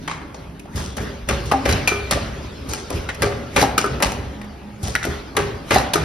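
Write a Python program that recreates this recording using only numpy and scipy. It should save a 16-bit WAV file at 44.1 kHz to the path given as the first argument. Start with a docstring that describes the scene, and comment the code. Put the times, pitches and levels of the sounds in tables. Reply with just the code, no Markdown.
"""Filling and capping machine in a factory hall

An indexing machine works through its steps close to a two-port microphone. Blows are bursts of shaped
noise with small pings; rods, plates, guards and other parts ring as dying sines, and the steel cabinet
booms with low sines. Air hiss and rumble are noise that swells with each stroke. Motor tones come and
go over the steady wash of the hall, and random reflections give the blows and rings an echo.
"""
import sys
import numpy as np
from scipy import signal
from scipy.fft import rfft, irfft
from scipy.io import wavfile
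from scipy.ndimage import uniform_filter1d

SR = 44100
rng = np.random.default_rng(int(sys.argv[2]) if len(sys.argv) > 2 else 0)


def store_wav(level_fs):
    """Save 16-bit WAV to argv[1]."""
    pcm = np.round(np.clip(np.atleast_2d(level_fs), -1, 1) * 32767)
    wavfile.write(sys.argv[1], SR, pcm.T.astype(np.int16))


N = 266364  # length [samples]


def amp(db):
    """Turns a level in dB into a gain."""
    return 10 ** (np.asarray(db) / 20)


def evened(x):
    """Scales a signal to an average (rms) strength of 1."""
    return x / np.sqrt(np.mean(x ** 2) + 1e-20)


def smoothed_twice(x, size):
    """Averages over neighbours two times, so that only slow changes remain."""
    return uniform_filter1d(uniform_filter1d(x, size=size), size=size)


def read(points, hz):
    """Reads a (frequency [Hz], value) table, with straight lines on a log-frequency axis."""
    f, value = np.transpose(points)
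    return np.interp(np.log(hz + 1), np.log(f + 1), value)


def add(mix, s, sound):
    """Mixes a sound in at s seconds and cuts off what runs past the end."""
    part = mix[:, round(s * SR):][:, :sound.shape[1]]
    part += sound[:, :part.shape[1]]


def colour(x, db_of):
    """Shapes the spectrum by a function that turns frequency into dB."""
    size = x.shape[-1]
    return irfft(rfft(x) * amp(db_of(np.fft.rfftfreq(size, 1 / SR))), size)


def noise(spectrum, patchy_db, size=1024):
    """Makes two unrelated noises of one spectrum, with shared louder and softer patches."""
    frames, hz = 4 * N // size + 5, np.fft.rfftfreq(size, 1 / SR)
    shape = (2, len(hz), frames)
    z = rng.standard_normal(shape) + 1j * rng.standard_normal(shape)
    patches = rng.standard_normal((len(hz), frames))
    patches = uniform_filter1d(patches, size=10, axis=0)  # over frequency
    patches = evened(uniform_filter1d(patches, size=8, axis=1))  # over time
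    z = z * amp(read(spectrum, hz)[:, None] + patchy_db * patches)
    sound = signal.istft(z, nperseg=size, noverlap=3 * size // 4)[1]
    return evened(sound[:, :N])


def hum():
    """A motor hums while a drive runs: a wavering tone with a faint fourth harmonic."""
    # spells of motor tone: (start [s], end [s], pitch [Hz], level [dB])
    motor_spells = [(-0.05, 0.215, 161.4, -41), (0.36, 0.6, 157, -44), (4.337, 4.54, 207, -38),
                    (4.612, 4.922, 208.2, -39.5), (5.928, 6.1, 159.6, -28.5)]
    fade_s, waver_db = 0.054, 0.5
    out, t = np.zeros(N), np.arange(N) / SR
    for on, off, hz, db in motor_spells:
        tone = np.sin(2 * np.pi * hz * t) + 0.14 * np.sin(2 * np.pi * 4 * hz * t)
        fade = np.clip(np.minimum(t - on, off - t) / fade_s, 0, 1)
        out += amp(db) * fade * np.sqrt(2) * tone
    waver = evened(smoothed_twice(rng.standard_normal(N), 3000))
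    return out * amp(waver_db * waver)


def wash():
    """The steady wash of the hall is patchy noise, strongest in the bass."""
    # colour of the hall's background: (frequency [Hz], relative level [dB])
    wash_colour = [(25, 6), (60, -5), (160, -5), (270, 0.5), (450, -19.5), (840, -11), (2000, -23),
                   (5700, -55), (9000, -38.5), (13000, -40.5), (16000, -55)]
    return amp(-38.5) * noise(wash_colour, 3.4, size=2048)


def working():
    """Exhaust air hisses and the cabinet rumbles: each stroke runs up fast and runs out slowly."""
    # station strokes: (time of full speed [s], exhaust air level [dB], its extra level above 6.5 kHz [dB],
    # cabinet rumble level [dB], run-out speed [dB/s])
    strokes = [(0.029, -44, 3, -34.5, 25), (0.39, -47, -5, -38, 52), (0.778, -33, 11, -27.5, 71),
               (1.016, -32.5, 5, -24.5, 67), (1.33, -30, -5, -21, 71), (1.45, -38, 6, -30.5, 4),
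               (1.698, -21, 5, -16.5, 86), (1.93, -35, 10.5, -47, 23), (2.15, -32, -4, -26, 47),
               (2.701, -33.5, 8, -28.5, 74), (2.958, -32, 8, -25, 75), (3.23, -33, 6, -22.5, 46),
               (3.606, -20, 11, -17, 157), (3.918, -36, -7, -24.5, 58), (4.099, -35.5, 11.5, -29, 42),
               (4.85, -36, 12, -27, 48), (5.109, -32, 6.5, -28, 67), (5.398, -32.5, 2, -22.5, 57),
               (5.748, -17.5, 8, -18.5, 132), (6.02, -30.5, -6, -21.5, 52)]
    # colour of the exhaust air: (frequency [Hz], relative level [dB])
    air_colour = [(200, 8.5), (600, 4), (1500, 7), (3500, 1.5), (6000, -4), (9000, -14.5), (13000, -21.5),
                  (16000, -49)]
    # colour of the cabinet rumble: (frequency [Hz], relative level [dB])
    rumble_colour = [(30, -17), (50, 0), (65, 6.5), (80, -1.5), (105, -1), (135, -4), (270, -9.5),
                     (340, -13), (405, -5), (460, -14.5), (570, -11), (900, -52), (1500, -48)]
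    run_up_db_per_s, hold_s = 314, 0.0053
    jet_fade_db_per_s = 74  # the jet loses its sharpness as the pressure drops
    idle_air_db, idle_rumble_db = -55, -41.5

    s, air_db, sharp_db, rumble_db, run_out = np.transpose(strokes)[:, :, None]
    frames = np.arange(0, N + 100, 100) / SR
    since = frames - s  # one row per stroke, negative before full speed
    run_out_db = -run_out * np.maximum(since - hold_s, 0)
    stroke_db = np.minimum(run_up_db_per_s * since, run_out_db)
    sharp_db = np.maximum(sharp_db - jet_fade_db_per_s * np.maximum(since, 0), -4)

    def level(db, idle_db):
        """Adds the power of all strokes to the idle level."""
        power = (amp(db + stroke_db) ** 2).sum(0) + amp(idle_db) ** 2
        return np.interp(np.arange(N) / SR, frames, np.sqrt(power))

    air = noise(air_colour, 2.97)
    top = signal.sosfilt(signal.butter(2, 6500, "high", fs=SR, output="sos"), air)
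    low_jets = level(air_db, idle_air_db) * (air - top)
    high_jets = level(air_db + sharp_db, idle_air_db) * top  # fast jets hiss higher
    rumble = level(rumble_db, idle_rumble_db) * noise(rumble_colour, 1.76, size=4096)
    return low_jets + high_jets + rumble


def pings(t60, tilt):
    """Small loose parts knock at random times early in the rattle, each with one short ring of its own."""
    out, t = np.zeros((2, 16384)), np.arange(2048) / SR
    for late, pitch, size, turn in rng.random((7, 4)):  # seven parts
        hz = 602 * 2 ** (3.3 * pitch)  # up to 3.3 octaves above 602 Hz
        ring_s = 75 / np.sqrt(hz * 2000)  # time to fall 60 dB; 75 cycles at 2 kHz
        phase = 2 * np.pi * (hz * t + np.array([[0], [turn]]))
        ping = np.sin(phase) * amp(-60 * t / ring_s)
        db = -3.5 + read(tilt, hz) - 14.0 * late - 11 * size
        add(out, late * t60 / 3, amp(db) * ping)
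    return out


def blows():
    """Each blow is a sharp crack and a rattle of loose parts; heavy kinds carry more low end."""
    # every blow: (time [s], level [dB], brightness from 5 kHz up [dB], kind)
    blow_list = [(0.077, -21, -18.5, "knock"), (0.213, -32, -30, "clink"), (0.343, -28.5, -1.5, "shudder"),
                 (0.594, -35.5, -2, "tick"), (0.653, -32, -18, "shudder"), (0.7563, -29, 4.5, "valve"),
                 (0.8, -28, -17, "release"), (0.9672, -25, -5, "index"), (0.981, -26.5, -24, "bounce"),
                 (1.275, -30, -6, "shudder"), (1.287, -17, -12, "clamp"), (1.3094, -20, -22, "bounce"),
                 (1.455, -37, 18, "valve"), (1.514, -12.5, -14, "clunk"), (1.5214, -18.5, -18, "plate"),
                 (1.6534, -13.5, -16, "press"), (1.6905, -6.5, -15, "cap"), (1.7118, -13, -5, "chatter"),
                 (1.7253, -10.5, -3, "chatter"), (1.7776, -29, -34, "bounce"),
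                 (1.8743, -13.5, -7.5, "return"), (1.914, -23, -30, "latch"), (2.1097, -13.5, -8, "lift"),
                 (2.1244, -19.5, -20, "bounce"), (2.1594, -17.5, -25, "shudder"), (2.688, -29, 9, "valve"),
                 (2.7353, -14, 3, "chatter"), (2.9016, -22, -9, "index"), (2.925, -26.5, -1, "shudder"),
                 (3.0878, -16.5, -21.5, "clink"), (3.145, -32, 3, "tick"), (3.205, -29, -21, "shudder"),
                 (3.22, -14.5, -12.5, "clamp"), (3.2335, -18.5, -28, "shudder"),
                 (3.259, -19, -22, "shudder"), (3.3227, -26, -30, "bounce"), (3.5608, -10, -11.5, "press"),
                 (3.5755, -11.5, -27, "bounce"), (3.588, -11, -12, "chatter"), (3.596, -9, -14, "chatter"),
                 (3.6132, -4, -16, "cap"), (3.6254, -13, -7, "plate"), (3.778, -13, -8, "return"),
                 (3.8412, -20, -19, "latch"), (3.8596, -26, -11, "latch"), (4.0019, -19, -23, "latch"),
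                 (4.0235, -11, -9.5, "lift"), (4.0679, -15, -5, "chatter"), (4.1193, -20, 0, "chatter"),
                 (4.415, -31.5, -20, "bounce"), (4.444, -39, -19, "bounce"), (4.828, -28.5, 6, "valve"),
                 (4.881, -22, -10, "release"), (4.952, -10.5, -14, "bottle"), (4.9603, -16, -23, "bottle"),
                 (5.029, -20.5, -13, "clink"), (5.0496, -20.5, -6, "index"), (5.0694, -27, -20, "shudder"),
                 (5.351, -26, -14, "shudder"), (5.366, -14, -16, "clamp"), (5.3852, -19.5, -20, "shudder"),
                 (5.439, -34, -10, "chatter"), (5.7067, -9.5, -17, "press"), (5.726, -21, -11, "bounce"),
                 (5.7441, -7, -12, "cap"), (5.76, -11, -17, "plate"), (5.784, -11, -7, "chatter"),
                 (5.801, -15, -10, "chatter"), (5.813, -14, -21, "chatter"),
                 (5.9342, -13.5, -5.5, "return"), (5.9552, -15, -12, "latch")]
    # how each kind sounds: (weight from 500 Hz down [dB], time for the rattle to fall 60 dB [s],
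    # crack over rattle before they fade [dB], main ring [Hz], its boost [dB], attack [ms]);
    # rattle times under 0.01 s and attacks under 0.1 ms count as those
    kinds = {"valve": (1.1, 0.58, 9.9, 780, 13.7, 7.6), "release": (8, -0.2, -2.5, 971, 7, -1.5),
             "index": (13.4, 0.16, 1.3, 550, 2.5, 2.1), "clamp": (0.67, 0.17, 5.2, 1600, 3, 1.9),
             "press": (-0.5, 0.13, -4, 1147, 0, 2), "cap": (6, 0.0079, -10, 1242, -2, 1),
             "plate": (15.5, 0.07, -0.5, 759, 15, -1.1), "return": (0, 0.14, 4, 2400, 1.5, 2),
             "lift": (0.61, 0.15, 2.3, 1300, 2.3, 0.74), "bounce": (0.5, 0.0962, -5, 1203, 0.5, 0),
             "latch": (7.6, 0.13, 1.5, 1400, 11, 1.1), "bottle": (-11, 0.024, -6.5, 1497, 5, 0.3),
             "knock": (-11, 0.26, -8, 1060, 9.5, 0), "tick": (-32, 0.06, 3.5, 2500, 21, 3),
             "clunk": (2.5, 0.11, -3, 1098, 15.5, 1), "clink": (-10, 0.08, -9, 1750, -2, 3),
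             "shudder": (14.5, 0.08, -17, 804, 5.5, 2), "chatter": (3, -0.0535, -12, 1300, 12, 0.3)}
    # colour of the rattle: (frequency [Hz], relative level [dB])
    clack_colour = [(60, -12), (250, 2), (700, 1), (1500, -2.5), (2500, 0), (4000, 0), (6000, 3.5),
                    (9000, -3), (13000, -43), (16000, -15)]
    # colour of the crack: (frequency [Hz], relative level [dB])
    crack_colour = [(300, -34), (1000, -4.5), (2000, -4), (5000, 2.5), (9000, 2.5), (13000, -2),
                    (16000, -7)]
    out = np.zeros((2, N))
    for s, db, bright_db, kind in blow_list:
        weight_db, t60, crack_db, ring_hz, ring_db, attack_ms = kinds[kind]
        t = np.arange(2048 * int(np.clip(2 + 20 * t60, 2, 8))) / SR  # slow rattles get more room
        t60 = max(t60, .01)
        tilt = [(500, weight_db), (1800, 0), (5000, bright_db)]

        # every blow gets its own random bumps in the spectrum
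        bumps = rng.standard_normal(len(t) // 2 + 1)
        lumps_db = 1.4 * evened(smoothed_twice(bumps, len(t) // 234))
        grit = rng.standard_normal((2, len(t)))
        wander = uniform_filter1d(rng.standard_normal(len(t)), size=40) * np.sqrt(40)
        grit = grit * amp(2.35 * wander)
        # after the first contact, loose parts bounce in clumps
        bounces = evened(uniform_filter1d(rng.standard_normal(len(t)), size=200))
        clumps = amp(3.1 * bounces * np.minimum(t / 0.014, 1))

        def body_db(hz):
            """Colour of the rattle, with a narrow peak at the main ring."""
            peak = ring_db / (1 + ((hz / ring_hz - 1) / 0.091) ** 2)
            return read(clack_colour, hz) + read(tilt, hz) + lumps_db + peak

        def snap_db(hz):
            """Colour of the crack, with a wider, weaker peak at the main ring."""
            peak = 0.65 * ring_db / (1 + ((hz / ring_hz - 1) / 0.28) ** 2)
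            return read(crack_colour, hz) + read(tilt, hz) + lumps_db + peak

        body = evened(colour(grit, body_db))
        crack = colour(grit[:, ::-1], snap_db)  # the same grit backwards
        fall, snap = amp(-60 * t / t60), amp(-60 * t / 0.037)
        # the rattle's energy does not depend on how the parts bounce
        rattle = evened(body * clumps * fall) * np.sqrt(np.mean(fall ** 2))
        crack = amp(crack_db) * evened(crack * snap) * np.sqrt(np.mean(snap ** 2))
        both = rattle + crack + pings(t60, tilt)[:, :len(t)]
        rise = 1 - np.exp(-1000 * t / max(attack_ms, .1))
        add(out, s, amp(db) * both * rise)
    return out


def ringing():
    """Struck parts ring as dying sines; each blow lands a little differently and weights the modes anew."""
    # blows that set one part ringing: (time [s], part, level [dB], hardness tilt around 1 kHz [dB/octave],
    # factor on the ring time, under 1 when the part is held [ratio])
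    ring_list = [(0.078, "bottle", -29, 4, 1.1), (1.289, "frame", -23, -3, 1.1),
                 (1.3, "guard", -28.5, -0.5, 0.3), (1.297, "frame", -24, 2, 1.1),
                 (1.33, "frame", -28.5, -3, 0.8), (1.654, "frame", -21.5, -1.5, 1.8),
                 (1.691, "chuck", -27, 1, 1.1), (1.7, "chuck", -27, 0, 0.5), (1.711, "chuck", -27, 1, 0.5),
                 (1.726, "chuck", -20, 0, 0.66), (1.732, "chuck", -11, -3.5, 0.4),
                 (1.777, "chuck", -31, -6, 0.96), (2.111, "frame", -23, -5.5, 1.04),
                 (2.121, "frame", -22, 0, 0.66), (3.089, "bottle", -24.5, 2.5, 1.7),
                 (3.222, "frame", -19.5, 2.5, 1.5), (3.562, "frame", -17, -2.5, 0.88),
                 (3.573, "frame", -24, 1, 0.83), (3.615, "chuck", -20, 1, 1.3),
                 (4.024, "frame", -18, -1, 0.73), (4.9522, "bottle", -13.5, 0, 1),
                 (4.9605, "bottle", -19, 2, 0.75), (5.0285, "bottle", -20.5, 2, 0.51),
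                 (5.041, "bottle", -25, 3, 0.87), (5.05, "bottle", -26, -1, 0.7),
                 (5.367, "frame", -21, 0, 1.4), (5.708, "frame", -15, 2.5, 0.83),
                 (5.729, "frame", -24, 3, 0.8), (5.743, "chuck", -19, 0.5, 0.52),
                 (5.756, "chuck", -22, -4, 0.6), (5.783, "chuck", -21, -0.5, 0.6),
                 (5.935, "frame", -27, 0, 1), (1.527, "plate", -24, 1, 0.8), (1.537, "plate", -20, -3, 1.1),
                 (3.23, "frame", -20, -1, 0.91), (3.322, "frame", -32, 2, 0.8),
                 (1.875, "rod", -20.5, 0., 0.67), (1.917, "guard", -26.5, -1, 1.24),
                 (2.734, "rod", -46.5, 9.5, 0.11), (3.235, "guard", -28, -5, 0.81),
                 (3.565, "rod", -16.5, -3.5, 0.14), (3.638, "plate", -16.5, 2, 0.61),
                 (3.779, "rod", -16.5, -2.5, 0.12), (3.779, "guard", -16.5, 10.5, 0.25),
                 (3.842, "guard", -20.5, 3.5, 0.53), (3.862, "guard", -31.5, -2.5, 0.73),
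                 (5.071, "guard", -36.5, -7, 0.58), (5.38, "guard", -27.5, -5, 0.65),
                 (5.773, "plate", -18.5, 3, 0.92), (5.955, "guard", -20, 0.5, 0.58)]
    # what each part rings with: (pitch [Hz], relative level [dB], time to fall 60 dB at ring factor 1 [s])
    rod = [(2356, 3.5, 0.81), (2374, 7.5, 0.12), (2570, 0, 0.12), (3020, -7, 0.37), (4020, -12, 0.3),
           (4915, -20, 0.24), (5992, -4, 0.29), (11470, -13.5, 0.23)]
    # modes of the plate, columns as for the rod: ([Hz], [dB], [s])
    plate = [(268, -5, 0.49), (398, -6.5, 0.069), (779.4, 4.5, 0.19), (738, -1, 0.09), (870, -2, 0.07),
             (691, -3, 0.12), (600, 7, 0.037), (980, -4, 0.062), (1170, 2, 0.023), (3930, -9, 0.03),
             (5240, -35, 0.18)]
    # modes of the guard, columns as for the rod: ([Hz], [dB], [s])
    guard = [(407, 5, 0.37), (373, 12, 0.062), (570, -2, 0.046), (1210, 2, 0.24), (1292, 2, 0.2),
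             (1487, -4.5, 0.34)]
    # modes of the bottle, columns as for the rod: ([Hz], [dB], [s])
    bottle = [(1420, 3, 0.035), (1600, -5, 0.03), (1717, -3.5, 0.04), (1895, -1.5, 0.05), (2075, -9, 0.07),
              (2570, -16, 0.06), (3780, -13, 0.045)]
    # modes of the chuck, columns as for the rod: ([Hz], [dB], [s])
    chuck = [(3880, -1.5, 0.07), (4550, -1, 0.044), (5370, -6.5, 0.11), (5820, -7, 0.04), (6340, -10, 0.03)]
    # modes of the frame, columns as for the rod: ([Hz], [dB], [s])
    frame = [(558, 1, 0.15), (776, -6, 0.072), (1160, -1, 0.13), (1568, -6.5, 0.1), (2000, -0.5, 0.06),
             (2340, -3.5, 0.057), (2614, -6.5, 0.034), (3490, -16, 0.031)]
    parts = {"rod": rod, "plate": plate, "guard": guard, "bottle": bottle, "chuck": chuck, "frame": frame}
    scatter_turns = 0.094  # all modes of a part start nearly in step
    sag_s, settle_s = 0.00036, 0.0063  # a struck part starts a little sharp and settles
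    out = np.zeros((2, N))
    for s, part, db, hard_db, free in ring_list:
        for hz, mode_db, t60 in parts[part]:
            ring_s = t60 * free
            t = np.arange(0, ring_s + .01, 1 / SR)
            # the second arrival is a quarter turn ahead
            phase = 2 * np.pi * (scatter_turns * rng.normal() + np.array([[0], [.25]]))
            # loose mounts make the ring flutter, with a new random level every 20 ms
            flutter_db = 2.5 * np.interp(t * 50, np.arange(100), rng.standard_normal(100))
            spot_db = rng.normal() + flutter_db
            level_db = db + mode_db + hard_db * np.log2(hz / 1000) + spot_db - 60 * t / ring_s
            bent_t = t - sag_s * np.exp(-t / settle_s)
            tone = np.sin(2 * np.pi * hz * bent_t + phase)
            rise = 1 - np.exp(-t * hz / 0.74)  # within about a cycle
            add(out, s, amp(level_db) * tone * rise)
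    return out


def thumps():
    """Cylinders ending their stroke shake the cabinet: a slow push sets off its lowest panel modes."""
    # cabinet booms: (time [s], level [dB], main boom [Hz], time for it to fall 60 dB [s])
    booms = [(0.751, -9.5, 90, 0.082), (0.993, -20, 99, 0.17), (1.285, -16, 111.6, 0.1),
             (1.454, -19, 89, 0.15), (1.538, -21, 63, 0.29), (1.696, -23, 66.3, 0.35),
             (1.8, -18, 62.6, 0.2), (2.149, -13, 74.6, 0.15), (2.685, -15, 80.5, 0.13),
             (2.937, -17, 91.5, 0.18), (2.937, -21, 45.8, 0.26), (3.211, -23, 108.4, 0.13),
             (3.579, -17, 100, 0.15), (4.057, -13, 61, 0.2), (4.171, -22, 67.7, 0.42),
             (4.26, -22, 68.9, 0.25), (4.356, -29, 65, 0.18), (4.833, -9.5, 75.5, 0.092),
             (5.084, -16.5, 76, 0.29), (5.734, -10.5, 70.6, 0.19)]
    out, t = np.zeros((2, N)), np.arange(SR // 2) / SR
    for s, db, hz, t60 in booms:
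        phases = 0.79 * rng.standard_normal((3, 2, 1))
        panels = 0
        for ratio, gain, phase in zip((1, 1.65, 2.5), (1, .6, .35), phases):
            fall = amp(-60 * t * ratio / max(t60, .03))  # higher modes die faster
            panels = panels + gain * np.sin(2 * np.pi * hz * ratio * t + phase) * fall
        add(out, s, amp(db) * panels * (1 - np.exp(-t / 0.0052)))
    return out


def seatings():
    """A carriage seats against a plate, which swings up for a few cycles and is caught: a swell cut short."""
    # short bursts: (time [s], length [s], middle pitch [Hz], peak level [dB])
    bursts = [(1.513, 0.0048, 1120, -10.5), (1.519, 0.0065, 780, -5), (3.6248, .0075, 818, -4.5),
              (5.7605, 0.0079, 764, -4.5)]
    out = np.zeros((2, N))
    for s, length, hz, db in bursts:
        u = np.arange(0, 1, 1 / (length * SR))  # 0 at the start, 1 at the end
        falling_hz = hz * (1 + 0.16 * (.5 - u))
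        turns = np.cumsum(falling_hz) / SR + rng.random() + np.array([[0], [.25]])
        swell = np.sqrt(np.abs(np.sin(np.pi * u ** 1.76)))  # leans toward its end
        add(out, s, amp(db) * swell * np.sin(2 * np.pi * turns))
    return out


def hall(x):
    """Sparse reflections of random sign, each band dying at its own speed, in three patterns by turns."""
    # how long the hall rings: (frequency [Hz], time to fall 60 dB [s])
    hall_times = [(100, 6.5), (260, 0.5), (700, 1.07), (1800, 0.79), (5000, 0.47), (12000, 0.28)]
    taps = np.zeros((3, 2, SR))
    # one reflection at a random place in every 20 samples
    at = np.arange(500, SR - 20, 20) + rng.integers(0, 20, (3, 2, (SR - 501) // 20))
    np.put_along_axis(taps, at, rng.choice([-1., 1.], at.shape), 2)
    hz, t, z = signal.stft(taps, SR, nperseg=256)
    fall = amp(-60 * t / read(hall_times, hz)[:, None])
    tails = signal.istft(z * fall, SR, nperseg=256)[1]
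    # the three patterns take turns 23 times a second
    turn = np.pi * (np.arange(N) / SR * 23 + np.arange(3)[:, None, None] / 3)
    places = x * np.cos(turn) ** 2 / np.sqrt(9 / 8)  # keeps the total power steady
    tails = tails / np.linalg.norm(tails[0, 0])
    return signal.fftconvolve(places, tails, axes=2)[..., :N].sum(0)


def scene():
    """Adds all layers into two arrivals of the sound field, one a row."""
    background = hum() + wash() + working()
    knocks, rings, booms, seats = blows(), ringing(), thumps(), seatings()
    # rings and seatings echo less than the blows
    echoes = amp(-10.5) * hall(knocks + amp(-3.5) * rings + amp(-4.5) * seats)
    # sound straight from the machine fills the second arrival less than the hall does
    direct = (knocks + rings + seats) * amp([[0], [-2]])
    return direct + echoes + booms + background


def record(dry):
    """Two ports share part of the field, with a phase gap that changes with pitch; then limits are set."""
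    # likeness of the two ports: (frequency [Hz], likeness [0-1])
    likeness = [(60, 0.99), (200, 0.96), (700, 0.49), (1700, 0.36), (4400, 0.54), (6200, 0.36), (7400, 1),
                (9200, 1), (11000, 0.95), (12800, 1), (14500, 0.99)]
    # phase lead of the left port: (frequency [Hz], lead [radians])
    left_lead = [(60, 0), (900, .5), (4400, .1), (5400, 0), (6900, -3.2), (8500, -3.8), (10100, -6.1),
                 (11700, -6.4), (13900, -9.4), (16000, -9.4)]
    # left port over right port: (frequency [Hz], balance [dB])
    balance = [(60, -0.3), (150, -0.4), (380, -0.14), (950, 0.88), (2380, 0.075), (5980, 1), (15000, -0.98)]
    low_hz, edge_hz, ceiling = 36.6, 16300, 1.6
    hz, (a, b) = np.fft.rfftfreq(N, 1 / SR), rfft(dry)
    alike = np.clip(read(likeness, hz), 0, 1)
    tip = amp(read(balance, hz) / 2)
    right = (alike * a + np.sqrt(1 - alike ** 2) * b) * np.exp(-1j * read(left_lead, hz))
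    bass_cut = 1 + (low_hz / (hz + 1)) ** 4
    ports = irfft(np.array([a * tip, right / tip]) / bass_cut, N)
    ports = ceiling * np.tanh(ports / ceiling)  # the loudest blows are softly squeezed
    treble_cut = signal.firwin(511, edge_hz, window=("kaiser", 9), fs=SR)
    return signal.oaconvolve(ports, treble_cut[None], "same")


dry = scene()
out = record(dry)
store_wav(out)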